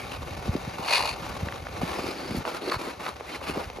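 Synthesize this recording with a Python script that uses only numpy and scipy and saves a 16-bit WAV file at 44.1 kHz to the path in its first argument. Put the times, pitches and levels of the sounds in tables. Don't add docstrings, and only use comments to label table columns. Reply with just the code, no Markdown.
import sys
import numpy as np
from scipy import signal
from scipy.fft import rfft, irfft
from scipy.io import wavfile
from scipy.ndimage import map_coordinates

SR = 44100
rng = np.random.default_rng(int(sys.argv[2]) if len(sys.argv) > 2 else 0)


def master_out(mix):
    frames = np.transpose(np.atleast_2d(mix))
    ceiling = np.clip(frames, -1, 1)
    pcm = np.round(ceiling * 32767).astype(np.int16)
    wavfile.write(sys.argv[1], SR, pcm)


N = 167580
BLOCK, LEAD_S = 16384, 0.04
SIDES = np.array([[1], [-1]])

ATTACK_S, RELEASE_S = 0.0093, 0.012
BODY_OCTAVES, RASP_OCTAVES, KNOCK_OCTAVES, CLICK_OCTAVES = 0.62, 0.12, 0.76, 0.85
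TRAVEL_S = 0.005

SKATE_RING_DB, SKATE_DECAY_S = -6.5, 0.0068
CRACK_DB = -8
RASP_DB = 6
WOBBLE, WOBBLE_HZ = 0.024, 14

STEEL_T60_S = 0.25
RING_DB = -18
STEEL_DB, BOOT_DB = 1.5, 2
BITE_PAN_DB, GLIDE_PAN_DB, STROKE_PAN_DB = 3.5, 3.5, 1.5

JUDDER_DB, JUDDER_S = -13, 0.016
CLICK_DECAY_S = 0.0023
PING_S, PING_DB = 3.323, -35.5
TOP_HZ = 14000


def undb(db):
    return 10 ** (np.asarray(db) / 20)


def unit(x):
    return x / np.sqrt(np.mean(x ** 2))


def freqs(size):
    return np.maximum(np.arange(size // 2 + 1) * SR / size, 1)


def over_hz(points, size):
    hz, value = np.array(points).T
    return np.interp(np.log(freqs(size)), np.log(hz), value)


def colour(points, size):
    corner_hz = 0.7 * points[0][0]
    bass_cut = np.sqrt(1 + (corner_hz / freqs(size)) ** 4)
    return undb(over_hz(points, size)) / bass_cut


def hump(hz, octaves):
    distance = np.log2(freqs(BLOCK) / hz) / octaves
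    return np.exp(-0.5 * distance ** 2)


def curve(rows, axis=1):
    rows = np.array(rows)
    return undb(np.interp(np.arange(N) / SR, rows[:, 0], rows[:, axis]))


def gate(t, length):
    attack = np.clip(t / ATTACK_S + 0.5, 0, 1)
    release = np.exp(-np.maximum(t - length, 0) / RELEASE_S)
    return attack * release


def walk(rate, size):
    spectrum = rfft(rng.standard_normal(size))
    return unit(irfft(spectrum / (1 + (freqs(size) / rate) ** 4)))


def crush(rate, spread_db, chatter_db, chatter_hz, size=N):
    spread = spread_db * np.clip(rng.standard_normal(size), -2, 2)
    chatter = chatter_db * np.clip(walk(chatter_hz, size), -2, 2)
    breaks = rng.random(size) < rate / SR
    return rfft(rng.standard_normal((2, size)) * undb(spread + chatter) * breaks)


def skate(size):
    tail = rng.standard_normal(BLOCK) * np.exp(-np.arange(BLOCK) / SR / SKATE_DECAY_S)
    ring = rfft(tail, size) / np.sqrt(np.sum(tail ** 2))
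    return 1 + undb(SKATE_RING_DB) * ring / (1 + 400 / freqs(size))


def wobble(sound):
    place = np.cumsum(1 + WOBBLE * walk(WOBBLE_HZ, BLOCK))
    return np.array([map_coordinates(side, [place], mode="mirror") for side in sound])


def bend(size):
    return np.exp(-4j * np.pi * TRAVEL_S * np.sqrt(1000 * freqs(size)))


def ports(pair, gain, pan_db=0):
    # (frequency [Hz], gain [dB])
    diffuse = [(150, -14.5), (800, -3), (10000, -17)]
    # (frequency [Hz], share of the pan [ratio])
    pan_share = [(100, 0.13), (1200, 0.19), (2400, 0.5), (4300, 1.34), (7500, 0.084)]
    size = 2 * len(gain) - 2
    both = pair[0] + SIDES * pair[1] * undb(over_hz(diffuse, size))
    pan = undb(SIDES * pan_db * over_hz(pan_share, size) / 2)
    return unit(irfft(both * gain * pan))


def ages():
    return np.arange(BLOCK) / SR - LEAD_S


def add(out, sound, at):
    i = int((at - LEAD_S) * SR)
    a, b = max(i, 0), min(i + BLOCK, N)
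    out[:, a:b] += sound[..., a - i:b - i]


def strokes():
    # (start [s], length [s], hiss level at mid-stroke [dB], swell over the stroke [dB],
    # ice body level [dB], body resonance [Hz], rasp resonance [Hz])
    stroke_rows = [(-.01, 0.11, -41.5, -15, -64, 800, 2420), (0.113, 0.062, -40, -10, -46.5, 880, 2640),
                   (1.223, 0.097, -43, -4, -43.5, 1000, 5800), (1.813, 0.14, -36, 0.5, -38, 700, 1820),
                   (1.95, 0.16, -36.5, 5.5, -37, 390, 5100), (2.146, 0.23, -41, 4, -42, 267, 4700),
                   (2.458, 0.043, -34.5, 1.5, -37.5, 614, 1520), (2.509, 0.058, -38.5, 11, -44, 497, 1390),
                   (2.613, 0.082, -38, 7, -32.5, 420, 4080), (2.711, 0.043, -32, 1, -29.5, 1120, 4380),
                   (2.785, 0.13, -36.5, 0, -42, 445, 986), (2.996, 0.067, -37.5, 5, -46.5, 660, 1130),
                   (3.057, 0.034, -37, 14, -36, 890, 1190), (3.263, 0.097, -39, 7.5, -50.5, 586, 2040),
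                   (3.423, 0.09, -36, 10, -36.5, 696, 2700), (3.534, 0.11, -38.5, -1, -36, 700, 810)]
    # (frequency [Hz], relative density [dB per Hz])
    hiss_colour = [(340, 8.5), (720, 0.5), (1250, 3), (1850, -2.5), (2450, 1), (3400, -7), (4400, -4),
                   (6000, -14.5), (8500, -12.5), (14000, -22)]
    t, out = ages(), np.zeros((2, N))
    shade, sheet = colour(hiss_colour, BLOCK), bend(BLOCK)
    for start, length, hiss_db, swell_db, body_db, body_hz, rasp_hz in stroke_rows:
        fine = crush(rate=5400, spread_db=0.5, chatter_db=1.5, chatter_hz=140, size=BLOCK) * skate(BLOCK)
        coarse = crush(rate=350, spread_db=1.0, chatter_db=0.8, chatter_hz=81, size=BLOCK)
        grit = shade * (fine / np.std(fine) + undb(CRACK_DB) * coarse / np.std(coarse))
        rasp = rfft(wobble(irfft(grit * hump(rasp_hz, RASP_OCTAVES))))
        scrape = ports(grit + undb(RASP_DB) * rasp, np.ones(len(shade)), STROKE_PAN_DB)
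        swell = undb(hiss_db + swell_db * (np.clip(t / length, 0, 1) - 0.5))
        body = ports(coarse * sheet, shade * hump(body_hz, BODY_OCTAVES), STROKE_PAN_DB)
        add(out, gate(t, length) * (swell * scrape + undb(body_db) * body), start)
    return out


def bite():
    # (time [s], steel level before added gain [dB], boot level before added gain [dB])
    bite_levels = [(0.78, -54, -43), (0.932, -23, -30), (.968, -24.5, -29.5), (1.035, -35, -31.5),
                   (1.097, -33.5, -36.5), (1.14, -45, -49)]
    # (frequency [Hz], relative density [dB per Hz])
    steel_colour = [(1500, -11), (2150, 0.5), (2650, 4.5), (3300, -13.5), (4450, 2), (5500, -17),
                    (6400, -13), (7300, -15.5), (10000, -12.5), (14000, -39)]
    boot_colour = [(250, -25), (450, -7), (980, 2.5), (1300, -6.5), (1900, -28)]
    # (frequency [Hz], relative height [dB])
    steel_modes = [(2167, 17), (2398, -15), (2478, 5), (2592, 10), (4400, 5)]
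    grains = crush(rate=9000, spread_db=0.0, chatter_db=3.5, chatter_hz=161)
    shade = colour(steel_colour, N)
    half_width_hz = np.log(1000) / (2 * np.pi * STEEL_T60_S)
    modes = sum(undb(db) / (1 + 1j * (freqs(N) - hz) / half_width_hz) for hz, db in steel_modes)
    direct = ports(grains * skate(N), shade, BITE_PAN_DB)
    ringing = ports(grains, modes * shade, BITE_PAN_DB)
    steel = direct + undb(RING_DB) * ringing
    boot_grains = crush(rate=2300, spread_db=3.0, chatter_db=1.5, chatter_hz=90)
    boot = ports(boot_grains, colour(boot_colour, N), BITE_PAN_DB)
    start, end = bite_levels[0][0], bite_levels[-1][0]
    contact = gate(np.arange(N) / SR - start, end - start)
    steel = undb(STEEL_DB) * steel * curve(bite_levels)
    boot = undb(BOOT_DB) * boot * curve(bite_levels, axis=2)
    return contact * (steel + boot)


def knocks():
    # (time [s], chirp peak without judder [dB], band centre before bass tilt [Hz])
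    knock_rows = [(0.483, -24, 223), (0.497, -18, 101), (0.556, -16.5, 221), (0.681, -25.5, 153),
                  (.797, -27.5, 230), (1.435, -21.5, 118), (1.474, -28, 230), (1.818, -24, 577),
                  (1.836, -20.5, 198), (1.991, -20, 447), (2.311, -24.5, 265), (2.35, -23, 290),
                  (2.39, -24.5, 129), (2.77, -27.5, 88), (2.876, -26, 377), (3.21, -31, 527),
                  (3.417, -27, 800), (3.499, -24.5, 257), (3.575, -22.5, 280), (3.702, -31, 630),
                  (3.788, -28.5, 470)]
    out, sheet, f = np.zeros((2, N)), bend(BLOCK), freqs(BLOCK)
    shake = undb(JUDDER_DB) * np.exp(-np.abs(ages()) / JUDDER_S)
    for at, db, hz in knock_rows:
        band = hump(hz, KNOCK_OCTAVES) / np.sqrt(f)
        struck_s = LEAD_S - TRAVEL_S * np.sqrt(1000 / hz)
        chirp = irfft(band * sheet * np.exp(-2j * np.pi * f * struck_s))
        judder = shake * ports(rfft(rng.standard_normal((2, BLOCK))), band)
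        add(out, undb(db) * (chirp / np.abs(chirp).max() + judder), at)
    return out


def clicks():
    # (time [s], peak level [dB], centre frequency [Hz])
    click_rows = [(.885, -16, 1600), (1.006, -14, 820), (1.486, -22, 1120), (1.524, -21.5, 1230),
                  (1.669, -19.5, 1050), (2.452, -15.5, 1000), (2.477, -21, 1000), (2.698, -19, 2300),
                  (3.064, -21, 1500), (3.208, -28, 1090), (3.701, -27, 2200)]
    out, t = np.zeros((2, N)), ages()
    fade = (t > 0) * np.exp(-np.abs(t) / CLICK_DECAY_S)
    for at, db, hz in click_rows:
        crack = ports(rfft(rng.standard_normal((2, BLOCK)) * fade), hump(hz, CLICK_OCTAVES))
        add(out, undb(db) * crack / np.abs(crack).max(), at)
    return out


def ping():
    partials = [3100, 4080]
    out, t = np.zeros((2, N)), np.maximum(ages(), 0)
    ring = np.mean([np.sin(2 * np.pi * hz * t) for hz in partials], axis=0)
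    decay = np.exp(-np.log(1000) * t / STEEL_T60_S)
    add(out, undb(PING_DB) * ring * decay, PING_S)
    return out


def glide():
    # (time [s], level [dB])
    glide_levels = [(0, -42), (.45, -37), (1.2, -37.5), (1.54, -37.5), (1.63, -41.5), (1.78, -38),
                    (2.2, -37), (2.42, -40), (3.2, -43), (3.7, -43.5)]
    rumble_levels = [(0, -41.5), (.4, -42.5), (.6, -38), (.92, -47), (1.18, -42), (1.85, -39.5),
                     (2.2, -51.5), (2.385, -31), (2.48, -57), (3.3, -50.5), (3.8, -42.5)]
    # (frequency [Hz], relative density [dB per Hz])
    glide_colour = [(200, -1), (420, 4), (1100, -1.5), (1800, -6.5), (2650, -8.5), (4700, -14.5),
                    (6500, -19.5), (14000, -29.5)]
    rumble_colour = [(22, -37), (40, -4), (70, 4.5), (250, -9), (800, -37.5)]
    fine = crush(rate=16000, spread_db=4.0, chatter_db=2.03, chatter_hz=57.5) * skate(N)
    crackle = ports(fine, colour(glide_colour, N), GLIDE_PAN_DB)
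    coarse = crush(rate=1500, spread_db=2.0, chatter_db=3.5, chatter_hz=24.6) * bend(N)
    rumble = ports(coarse, colour(rumble_colour, N))
    return crackle * curve(glide_levels) + rumble * curve(rumble_levels)


def scene():
    return strokes() + bite() + knocks() + clicks() + ping() + glide()


def record(dry):
    # (frequency [Hz], lead of the left [rad])
    port_phase = [(1900, 0.15), (3200, 1.1), (4200, 0.3), (5400, 1), (6600, -.6), (8200, -3.1),
                  (11000, -6.2), (12500, -6.3), (14000, -9.2)]
    turn = np.exp(0.5j * SIDES * over_hz(port_phase, N))
    turned = irfft(rfft(dry) * turn, N)
    low_pass = signal.ellip(8, 0.2, 70, TOP_HZ, fs=SR, output="sos")
    return signal.sosfilt(low_pass, turned)


dry = scene()
out = record(dry)
master_out(out)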